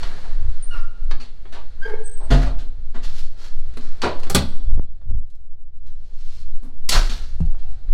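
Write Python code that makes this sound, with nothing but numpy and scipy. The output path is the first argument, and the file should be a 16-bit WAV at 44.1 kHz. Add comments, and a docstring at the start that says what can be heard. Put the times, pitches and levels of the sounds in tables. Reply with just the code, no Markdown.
"""Doors slam, latches click and shoes scuff as someone walks through a dark passage into a garage.
Each impact is a coloured noise burst answered by hard walls; door leaves, latch metal, floor and loose
steel ring as damped modes, and hinges squeak by stick-slip. Dull taps reach the camera housing directly.
Behind them, swinging doors and the moving camera push slow pressure waves into the microphone,
and the building's air adds a faint steady noise."""
import sys
import numpy as np
from scipy import signal
from scipy.fft import rfft, irfft, next_fast_len
from scipy.io import wavfile
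from scipy.ndimage import uniform_filter1d, map_coordinates

SR = 44100
rng = np.random.default_rng(int(sys.argv[2]) if len(sys.argv) > 2 else 0)


def to_wav(s):
    """Save 16-bit WAV."""
    ch = np.atleast_2d(s).T  # columns
    pcm = np.round(np.clip(ch, -1, 1) * 32767)  # PCM
    wavfile.write(sys.argv[1], SR, pcm.astype(np.int16))


def volts_from_db(level):
    """Convert decibel levels to linear amplitude ratios."""
    exponent = np.asarray(level, float) / 20
    return 10 ** exponent


N = 349756


def unit(x):
    """Normalisation: a signal scaled to rms 1."""
    return x / np.sqrt(np.mean(x ** 2) + 1e-20)


def along(points, hz):
    """Spectral envelope: (frequency [Hz], value) points joined on a logarithmic frequency axis."""
    f, value = np.transpose(points)
    return np.interp(np.log(hz + 1), np.log(f + 1), value)


def curves(rows):
    """Linear interpolation: one value per sample for each column after the time."""
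    s, *columns = np.transpose(rows)
    return [np.interp(np.arange(N) / SR, s, column) for column in columns]


def wobble(rate):
    """Random modulation: a smooth curve through random knots, rate of them a second."""
    knots = rng.standard_normal(int(N * rate / SR) + 4)
    return map_coordinates(knots, [np.arange(N) * rate / SR])


def noise(spectrum, size):
    """Filtered noise: white noise weighted by (frequency [Hz], gain [dB]) points."""
    m = next_fast_len(size + 8192)
    gain = volts_from_db(along(spectrum, np.fft.rfftfreq(m, 1 / SR)))
    return irfft(rfft(rng.standard_normal(m)) * gain, m)[:size]


def add(track, s, sound):
    """Superposition: a sound is summed into the track from time s on."""
    part = track[round(s * SR):][:len(sound)]
    part += sound[:len(part)]


def bumps(s, half_s, db):
    """Gaussian envelopes: a sum of smooth swells, each down to 1/e at half_s from its centre."""
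    t = np.arange(0, N, 64) / SR
    swells = np.exp(-((t - np.c_[s]) / np.c_[half_s]) ** 2)
    total = np.sum(volts_from_db(db)[:, None] * swells, axis=0)
    return np.interp(np.arange(N) / SR, t, total)


def even(x, span):
    """Level compression: dividing by the rms over span seconds evens out slow beats."""
    power = np.abs(uniform_filter1d(x ** 2, size=round(span * SR)))
    return unit(x / np.sqrt(power + .06))


# reverberation of the near walls: (frequency [Hz], t60 [s])
WALL_DECAY = [(100, 0.29), (500, 0.3), (2000, 0.19), (4300, 0.24), (6500, 0.14), (12000, .1)]


def in_room(x, wet_db, late_db):
    """Reverberation: near walls die fast, by frequency; the rooms beyond linger weakly."""
    hz, t, z = signal.stft(rng.standard_normal(SR), SR, nperseg=256)
    fall_db = -60 * t / along(WALL_DECAY, hz)[:, None]
    decay = volts_from_db(fall_db) + volts_from_db(late_db + fall_db / 4.5)
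    tail = signal.istft(z * decay, SR, nperseg=256)[1]
    wet = volts_from_db(wet_db) * signal.fftconvolve(x, tail / np.linalg.norm(tail))
    return wet + np.pad(x, (0, len(wet) - len(x)))


# the building's air, louder in the passage than behind the inner door: (time [s], level [dB])
DRAUGHT = [(0, -44.5), (.45, -53), (.95, -57), (2.3, -54.5), (2.75, -60), (3.8, -54), (4.25, -50),
           (4.6, -68.5), (5.0, -65.5), (5.7, -69), (6.05, -63.5), (6.9, -60), (7.1, -54), (7.4, -60),
           (7.93, -57)]
# colour of its low and high parts: (frequency [Hz], relative level [dB])
MURK_COLOUR = [(71, -23.5), (120, 3), (349, -8.5), (418, -4), (903, -13), (1500, -40), (1950, -64),
               (3300, -120)]
HISS_COLOUR = [(590, -34.5), (1000, -10.5), (1330, -4.5), (3300, -8), (4300, -8), (5920, -15), (12300, -27),
               (14000, -39.5)]


def air():
    """Broadband noise: the faint steady air of passage and garage, in a low and a high part."""
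    low_db, = curves(DRAUGHT)
    high_db = -60 + 1.49 * (low_db + 57)  # hiss swings wider than the low part
    low = volts_from_db(low_db + 1.2 * wobble(7)) * unit(noise(MURK_COLOUR, N))
    high = volts_from_db(high_db + 1.2 * wobble(7)) * unit(noise(HISS_COLOUR, N))
    return low + high


# how briskly the camera is carried: (time [s], level [dB])
MOTION = [(0, -29), (.5, -20), (1.0, -29.5), (1.6, -32), (2.0, -28), (2.6, -17), (3.2, -29), (3.8, -31.5),
          (4.1, -32), (4.5, -29), (5.0, -27.5), (5.4, -33.5), (5.7, -39), (6.2, -36.5), (6.5, -28),
          (6.8, -30.5), (7.3, -25), (7.93, -21.5)]
# puffs of air that shake the microphone: (time [s], half length [s], flutter [dB], rumble [dB])
GUSTS = [(0.042, 0.028, -18, -34), (0.358, 0.064, -14.5, -43), (0.487, .04, -29, -33),
         (0.743, 0.067, -15, -29.5), (1.082, 0.071, -9.5, -24), (3.076, 0.068, -18.5, -41),
         (4.722, 0.053, 0, -17.5), (5.145, 0.064, -19.5, -20), (6.475, 0.074, -25, -33),
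         (6.971, 0.042, -19.5, -20), (7.296, 0.15, -24.5, -32), (7.484, 0.041, -7.5, -39),
         (7.92, 0.02, -2.5, -43)]
# colour of the rumble: (frequency [Hz], relative level [dB])
RUMBLE_COLOUR = [(18, -35), (30, -5.5), (36, -23), (38, -4.5), (86, -20), (161, -43.5), (200, -39),
                 (260, -71.5), (440, -120)]


def rumble():
    """Modulated low-frequency noise: lumpy rumble that follows the motion and swells with each gust."""
    motion_db, = curves(MOTION)
    gust_s, half_s, _, gust_db = np.transpose(GUSTS)
    lumpy = unit(volts_from_db(5.8 * wobble(8.3)) * noise(RUMBLE_COLOUR, N))
    steady_db = -41 + 0.64 * (motion_db + 30)  # rumble swings less than the motion
    return (volts_from_db(steady_db) + bumps(gust_s, half_s, gust_db)) * lumpy


def lowpass(x, hz):
    """Zero-phase low-pass filtering: air moves smoothly."""
    return signal.sosfiltfilt(signal.butter(3, hz, fs=SR, output="sos"), x)


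# slow heaves of each stride or door swing: (time [s], level [dB])
STRIDES = [(.09, -17.5), (.32, -14), (.51, -9), (.8, -8), (1.15, -13.5), (1.6, -17.5), (1.8, -16.5),
           (2.0, -11.5), (2.22, -14.5), (2.56, -14.5), (2.95, -13.5), (3.2, -8), (3.6, -8), (3.9, -10),
           (4.24, -8.5), (4.62, -2), (4.8, -15), (5.17, -14), (5.55, -26.5), (5.9, -19), (6.25, -15.5),
           (6.55, -8.5), (6.852, -11.5), (7.5, -14), (7.7, -13), (7.92, -12.5)]
# colour of heaves and of flutter: (frequency [Hz], relative level [dB])
HEAVE_COLOUR = [(1.8, -31.5), (3.0, -1), (12, -3), (16, -24.5), (26, -120)]
FLUTTER_COLOUR = [(8.2, -30.5), (14, 12.5), (19, -11.5), (30, -9.5), (39, -44.5), (66, -120)]


def pressure():
    """Membrane displacement by slow air pressure: heaves and flutter, limited by a stiffening membrane."""
    calm_db, stride_half_s, limit = -24, .09, .7  # calm is the level between heaves
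    motion_db, = curves(MOTION)
    stride_s, stride_db = np.transpose(STRIDES)
    gust_s, half_s, flutter_db, _ = np.transpose(GUSTS)
    heave_level = volts_from_db(calm_db) + bumps(stride_s, stride_half_s + 0 * stride_s, stride_db)
    heave = heave_level * even(unit(noise(HEAVE_COLOUR, N)), span=.12)
    flutter_level = volts_from_db(motion_db) + bumps(gust_s, half_s, flutter_db)
    flutter = flutter_level * even(unit(noise(FLUTTER_COLOUR, N)), span=.06)
    push = lowpass(heave, 15) + flutter
    return lowpass(limit * np.tanh(push / limit), 40)


# dull taps on the camera housing, and the crisp click of the first steel knock: (time [s], level [dB])
TAPS = [(4.778, -29.5), (4.796, -21.5), (4.907, -59), (5.109, -35.5), (5.118, -38.5), (7.405, -26.5)]


def taps():
    """Short pulses: one soft push each, with no room; most come straight through the housing, the last sharpens
    the first steel knock."""
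    out = np.zeros(N)
    u = np.arange(1024) / SR / 0.0012  # time in units of 1.2 ms
    pulse = u * (1.9 - u) * np.exp(-u)
    for s, db in TAPS:
        add(out, s, volts_from_db(db + 14.5) * pulse)
    return out


# shoes, cloth and door edges dragging:
# (loudest time [s], rise [s], fall [s], level [dB], dullness [dB])
SCUFFS = [(.05, .01, 0.84, -52.5, 10), (0.774, 0.12, 0.17, -50, 7), (1.886, 0.13, 0.19, -50.5, 12.5),
          (2.43, 0.16, .1, -37.5, 6.5), (3.041, 0.047, 0.25, -40.5, -5), (3.182, 0.096, 0.17, -40.5, -10),
          (3.445, 0.14, 0.17, -41.5, -3), (3.811, 0.028, 0.46, -49.5, -1), (6.339, 0.6, 0.35, -50, -9.5),
          (6.923, .03, 0.22, -18.5, -8), (6.96, .05, .15, -31.5, 9), (7.109, .015, 0.309, -35.5, -4)]


def scuffs():
    """Sliding friction: gritty noise in three bands under each drag, in the room."""
    swing_db = 30  # rise and fall of each stroke
    out = np.zeros(N)
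    grit = volts_from_db(1.5 * wobble(300) + 1.2 * wobble(40))
    # band colours: (frequency [Hz], relative level [dB])
    bands = [[(900, -19.5), (2700, -1.5), (5500, -2.5), (11000, -31.0)],
             [(150, -11.5), (400, -6.5), (1800, -3.5), (5000, -32.5)],
             [(3000, -28.0), (6500, 0.5), (9000, -6.5), (14000, -9)]]
    mid, low, high = [unit(grit * noise(band, N)) for band in bands]
    for s, rise_s, fall_s, db, dull_db in SCUFFS:
        first, last = round(max(s - rise_s, 0) * SR), round((s + fall_s) * SR)
        stroke_db = np.interp(np.arange(first, last) / SR, [s - rise_s, s, s + fall_s],
                              [-swing_db, 0, -swing_db])
        high_db = -9.5 - 0.32 * dull_db  # a duller drag has less top
        drag = (mid + volts_from_db(dull_db) * low + volts_from_db(high_db) * high)[first:last]
        add(out, first / SR, in_room(volts_from_db(db + stroke_db) * drag, wet_db=-9.0, late_db=-22.5))
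    return out


def squeak(row, harmonics_db, bend, waver, wet_db):
    """Stick-slip: a harmonic stack wavers as its pitch slides, late if bend is high; uneven grip flickers."""
    s, length_s, first_hz, last_hz, db = row
    u = np.linspace(0, 1, round(length_s * SR))
    hz = first_hz + (last_hz - first_hz) * u ** bend
    phase = 2 * np.pi * np.cumsum(hz * (1 + waver * wobble(94)[:len(u)])) / SR
    stack = sum(volts_from_db(g) * np.sin((k + 1) * phase) for k, g in enumerate(harmonics_db))
    level = volts_from_db(db + 3 * wobble(147)[:len(u)]) * signal.windows.tukey(len(u), .6)
    out = np.zeros(N)
    add(out, s, in_room(level * stack, wet_db, late_db=-9.5))
    return out


# high hinge squeaks: (time [s], length [s], first pitch [Hz], last pitch [Hz], level [dB])
WHINES = [(0.623, 0.022, 8630, 9250, -28.5), (2.023, .14, 8070, 8274, -34)]


def whines():
    """Fast stick-slip: high hinge whines of a single partial."""
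    return sum(squeak(row, [0], bend=0.56, waver=0.0015, wet_db=-1.5) for row in WHINES)


# middle hinge squeaks: (time [s], length [s], first pitch [Hz], last pitch [Hz], level [dB])
SQUEALS = [(.697, 0.082, 1457, 972, -36.5), (1.812, .062, 1548, 1603, -31)]
# one row per squeal: level of each harmonic from the fundamental up [dB]
SQUEAL_HARMONICS = [
    [0, -6, -27, -26],
    [0, -14, -23, -34],
]


def squeals():
    """Harmonic stick-slip: middle hinge squeals, each with its own overtones and pitch slide."""
    return sum(squeak(row, harmonics_db, bend, waver=0.017, wet_db=1.5)
               for row, harmonics_db, bend in zip(SQUEALS, SQUEAL_HARMONICS, [2.8, .7]))


# pieces of a low groan: (time [s], length [s], first pitch [Hz], last pitch [Hz], level [dB])
GROANS = [(1.845, 0.082, 469.7, 423.2, -28.5), (1.928, .042, 442.4, 433.5, -31),
          (1.98, 0.053, 435, 425, -43.5)]
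# level of each harmonic from the fundamental up [dB]
GROAN_HARMONICS = [4.5, -9.5, -39.5, -34, -13.5]


def groans():
    """Slow stick-slip: a low, broken hinge groan."""
    return sum(squeak(row, GROAN_HARMONICS, bend=0.48, waver=0.016, wet_db=-8) for row in GROANS)


def ringing(modes, rough):
    """Modal decay: damped modes whose phases wander a little; low modes build more slowly."""
    t = np.arange(SR) / SR
    drift = rough * np.cumsum(rng.standard_normal((len(modes), SR)), axis=1) / np.sqrt(SR)
    out = np.zeros(SR)
    for (hz, db, t60), wander in zip(modes, drift):
        envelope = (1 - np.exp(-t * hz / 0.34)) * volts_from_db(db - 60 * t / t60)
        out += envelope * np.sin(2 * np.pi * hz * t + np.sqrt(hz) * wander)
    return out


def struck(modes, hits, rough=.35):
    """Impulse excitation: every (time [s], level [dB]) hit sets the modes ringing anew."""
    out = np.zeros(N)
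    for s, db in hits:
        add(out, s, volts_from_db(db) * ringing(modes, rough))
    return out


# hinge plates that hum on after a squeal: (time [s], frequency [Hz], level [dB], t60 [s])
PLATES = [(.745, 1399, -43.5, 0.95), (1.85, 1638, -36.5, 0.83)]


def hinge_plates():
    """Free vibration: each plate hums on in a single damped mode."""
    out = np.zeros(N)
    for s, *mode in PLATES:
        add(out, s, ringing([mode], rough=0.36))
    return out


# loose steel, and the stand under it: (frequency [Hz], level [dB], t60 [s])
STEEL = [(757, -8.5, 1.1), (1610, -24, .9), (2700, -10.5, 0.43)]
STAND = [(75.6, -11, 0.22), (163.7, -11.5, 0.16)]
# knocks on the steel: (time [s], level [dB])
KNOCKS = [(7.405, -44), (7.543, -63), (7.63, -46.5)]


def loose_steel():
    """Modal ringing: knocked steel, with its stand."""
    out = struck(STEEL, KNOCKS, rough=0.25)
    add(out, KNOCKS[0][0], ringing(STAND, rough=0.12))  # only the hard knock moves the whole stand
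    return out


# modes of the floor: (frequency [Hz], level [dB], t60 [s])
FLOOR = [(235, 0.5, 0.37), (280, -4.5, .45)]
# footfalls that set it humming: (time [s], level [dB])
FOOTFALLS = [(1.125, -43), (1.198, -44.5), (2.62, -43), (2.959, -38), (3.78, -40), (6.63, -47.5)]


def floor_hum():
    """Resonance of a slab: footfalls excite the floor's modes."""
    return struck(FLOOR, FOOTFALLS)


# modes of the latch metal: (frequency [Hz], level [dB], t60 [s])
LATCH = [(1320, 1.5, 0.1), (1650, -3, 0.13), (2480, -1.5, .15), (2630, 0, 0.19), (4320, -3.5, .25),
         (4650, -2.5, 0.26)]
# latch parts snapping: (time [s], level [dB])
SNAPS = [(1.111, -43), (1.201, -42), (2.455, -43), (4.298, -38.5), (4.354, -26.5), (7.096, -42)]


def latch_metal():
    """Modal ringing of small metal parts: each snap excites the latch."""
    return struck(LATCH, SNAPS)


# modes of the door leaves: (frequency [Hz], level [dB], t60 [s])
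OUTER = [(40.93, 1.5, 0.68), (136.2, -6.5, 0.48), (257, -12.5, 0.46), (428, -15.5, 0.26),
         (685, -16.5, 0.54), (1355, -43, 0.29)]
INNER = [(73.4, 2, 0.46), (133.4, -0.5, 0.29), (186.4, -4, 0.29), (394, 1, 0.15), (801, -4, 0.2),
         (1217, -4, 0.17)]
HEAVY = [(25.38, -0.5, 0.72), (59.3, -35.5, 0.31), (136, -26.5, 0.4)]
# slams that shake each leaf: (time [s], level [dB])
OUTER_SLAMS = [(2.312, -3.5)]
INNER_SLAMS = [(4.035, -26.5), (4.302, -27), (4.348, -14.5)]
HEAVY_SLAMS = [(6.94, -2)]


def door_leaves():
    """Plate resonance: door leaves boom in their modes after each slam."""
    return struck(OUTER, OUTER_SLAMS) + struck(INNER, INNER_SLAMS) + struck(HEAVY, HEAVY_SLAMS)


def contacts(rows, rise_s, t60_s):
    """Impact excitation: short uneven rattles, coloured from thud to crack, in the room."""
    out, t = np.zeros(N), np.arange(SR // 3) / SR
    shape = (1 - np.exp(-t / rise_s)) * volts_from_db(-60 * (t / t60_s) ** 1.11)  # holds, then falls
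    for s, db, thud_db, knock_db, crack_db in rows:
        # floor and doors boom near 245 Hz
        colour = [(30, thud_db - 3.5), (150, thud_db + 3.5), (245, thud_db + 12),
                  (360, knock_db + 9.0), (800, knock_db + 7.5), (3600, 0.1),
                  (8000, crack_db + 0.5), (15000, 2.1 * crack_db)]
        steps = np.repeat(rng.standard_normal(len(t) // 64 + 1), 64)[:len(t)]
        chatter = volts_from_db(0.52 * steps)  # parts chatter unevenly
        burst = volts_from_db(db + 6) * shape * chatter * noise(colour, len(t))
        add(out, s, in_room(burst, wet_db=-2.5, late_db=-23))
    return out


# short hard contacts, latches and knocks:
# (time [s], level [dB], thud [dB], knock [dB], crack [dB])
CLICKS = [(0.0301, -25, -29, -8, -17.5), (.2487, -51, -12, 14, -10), (.739, -46, 1, 4, -28),
          (1.11, -25, -20.5, -7.5, -20.5), (1.454, -42.5, -16, 3.5, -46), (3.737, -46, -3.5, -15, -11.5),
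          (3.7708, -36, 3.5, 1.5, -7.5), (4.018, -17, -18, -7, -14), (4.1951, -42, -16, -20, -4.5),
          (4.232, -31, -19.5, -5, -13), (4.2686, -35.5, 14, -2.5, -17), (4.298, -23.5, -12, -2, 1.5),
          (4.347, -10, 1.5, -3, -1.5), (4.355, -10, 3.5, -8, -14.5), (5.014, -60.5, -2, 7, -24),
          (5.3, -57.5, -16, -21, -4), (5.35, -58, -24.5, -21, -4), (6.399, -53, 7, -20, -3.5),
          (6.8902, -9, -16, -22.5, -4), (7.096, -20, -9, -37, -16.5), (7.403, -47.5, 22.5, 3, -7),
          (7.455, -49, 8, -14, -7), (7.545, -59.5, 0.5, 14, -3), (7.8827, -48, 6, -7.5, -40)]


def clicks():
    """Hard impact: a quick rise and a short decay."""
    return contacts(CLICKS, rise_s=.0007, t60_s=0.049)


# longer rattling contacts, footfalls and slams:
# (time [s], level [dB], thud [dB], knock [dB], crack [dB])
BLOWS = [(1.1968, -36, -29, -13.5, -15), (1.5207, -37, -7.5, -5.5, -13), (1.5457, -39.5, -34, 0.5, -35.5),
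         (2.1998, -57, 6, 19, -17), (2.302, -20, 7, 0, -14.5), (2.4538, -38, -3, 5.5, -12.5),
         (2.5824, -41, -11, -7.5, -11), (2.941, -40, 5, 2, -18), (3.0277, -35.5, -6, -24, -23),
         (4.027, -21, 3, 6, -17), (4.69, -66, 22, 12.5, -18.5), (4.741, -69.5, 28, 14, -17),
         (5.857, -52.5, -3.5, -12.5, -10.5), (6.6246, -58, 23, 6.5, 0), (7.5786, -48.5, -7, -25, -16)]


def blows():
    """Heavy impact: a slower rise and a longer rattling decay."""
    return contacts(BLOWS, rise_s=0.0063, t60_s=0.22)


def scene():
    """Superposition of all sources at the camera, from the background to the doors."""
    background = air() + rumble() + pressure() + taps()
    hinges = whines() + squeals() + groans() + hinge_plates()
    rings = loose_steel() + floor_hum() + latch_metal() + door_leaves()
    return (background + scuffs() + hinges + rings + clicks() + blows())[None]


def top_cut(x):
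    """Nothing passes above the cut-off."""
    return signal.sosfilt(signal.butter(12, 16110, fs=SR, output="sos"), x)


# response of the microphone port: (frequency [Hz], gain [dB])
PORT = [(100, 0), (1500, -2.5), (2600, -6), (3700, -4), (4300, 0), (4900, -4.5), (9000, -3.5),
        (13000, -9.5), (15500, -16)]


def record(dry):
    """Linear filtering, then soft saturation: the port colours the sound and the input limits its peaks."""
    m = next_fast_len(N + 8192)
    gain = volts_from_db(along(PORT, np.fft.rfftfreq(m, 1 / SR)))
    coloured = irfft(rfft(dry, m) * gain, m)[:, :N]
    mix = coloured / (1 + np.abs(coloured / .95) ** 6) ** (1 / 6)
    return top_cut(mix)


dry = scene()
out = record(dry)
to_wav(out)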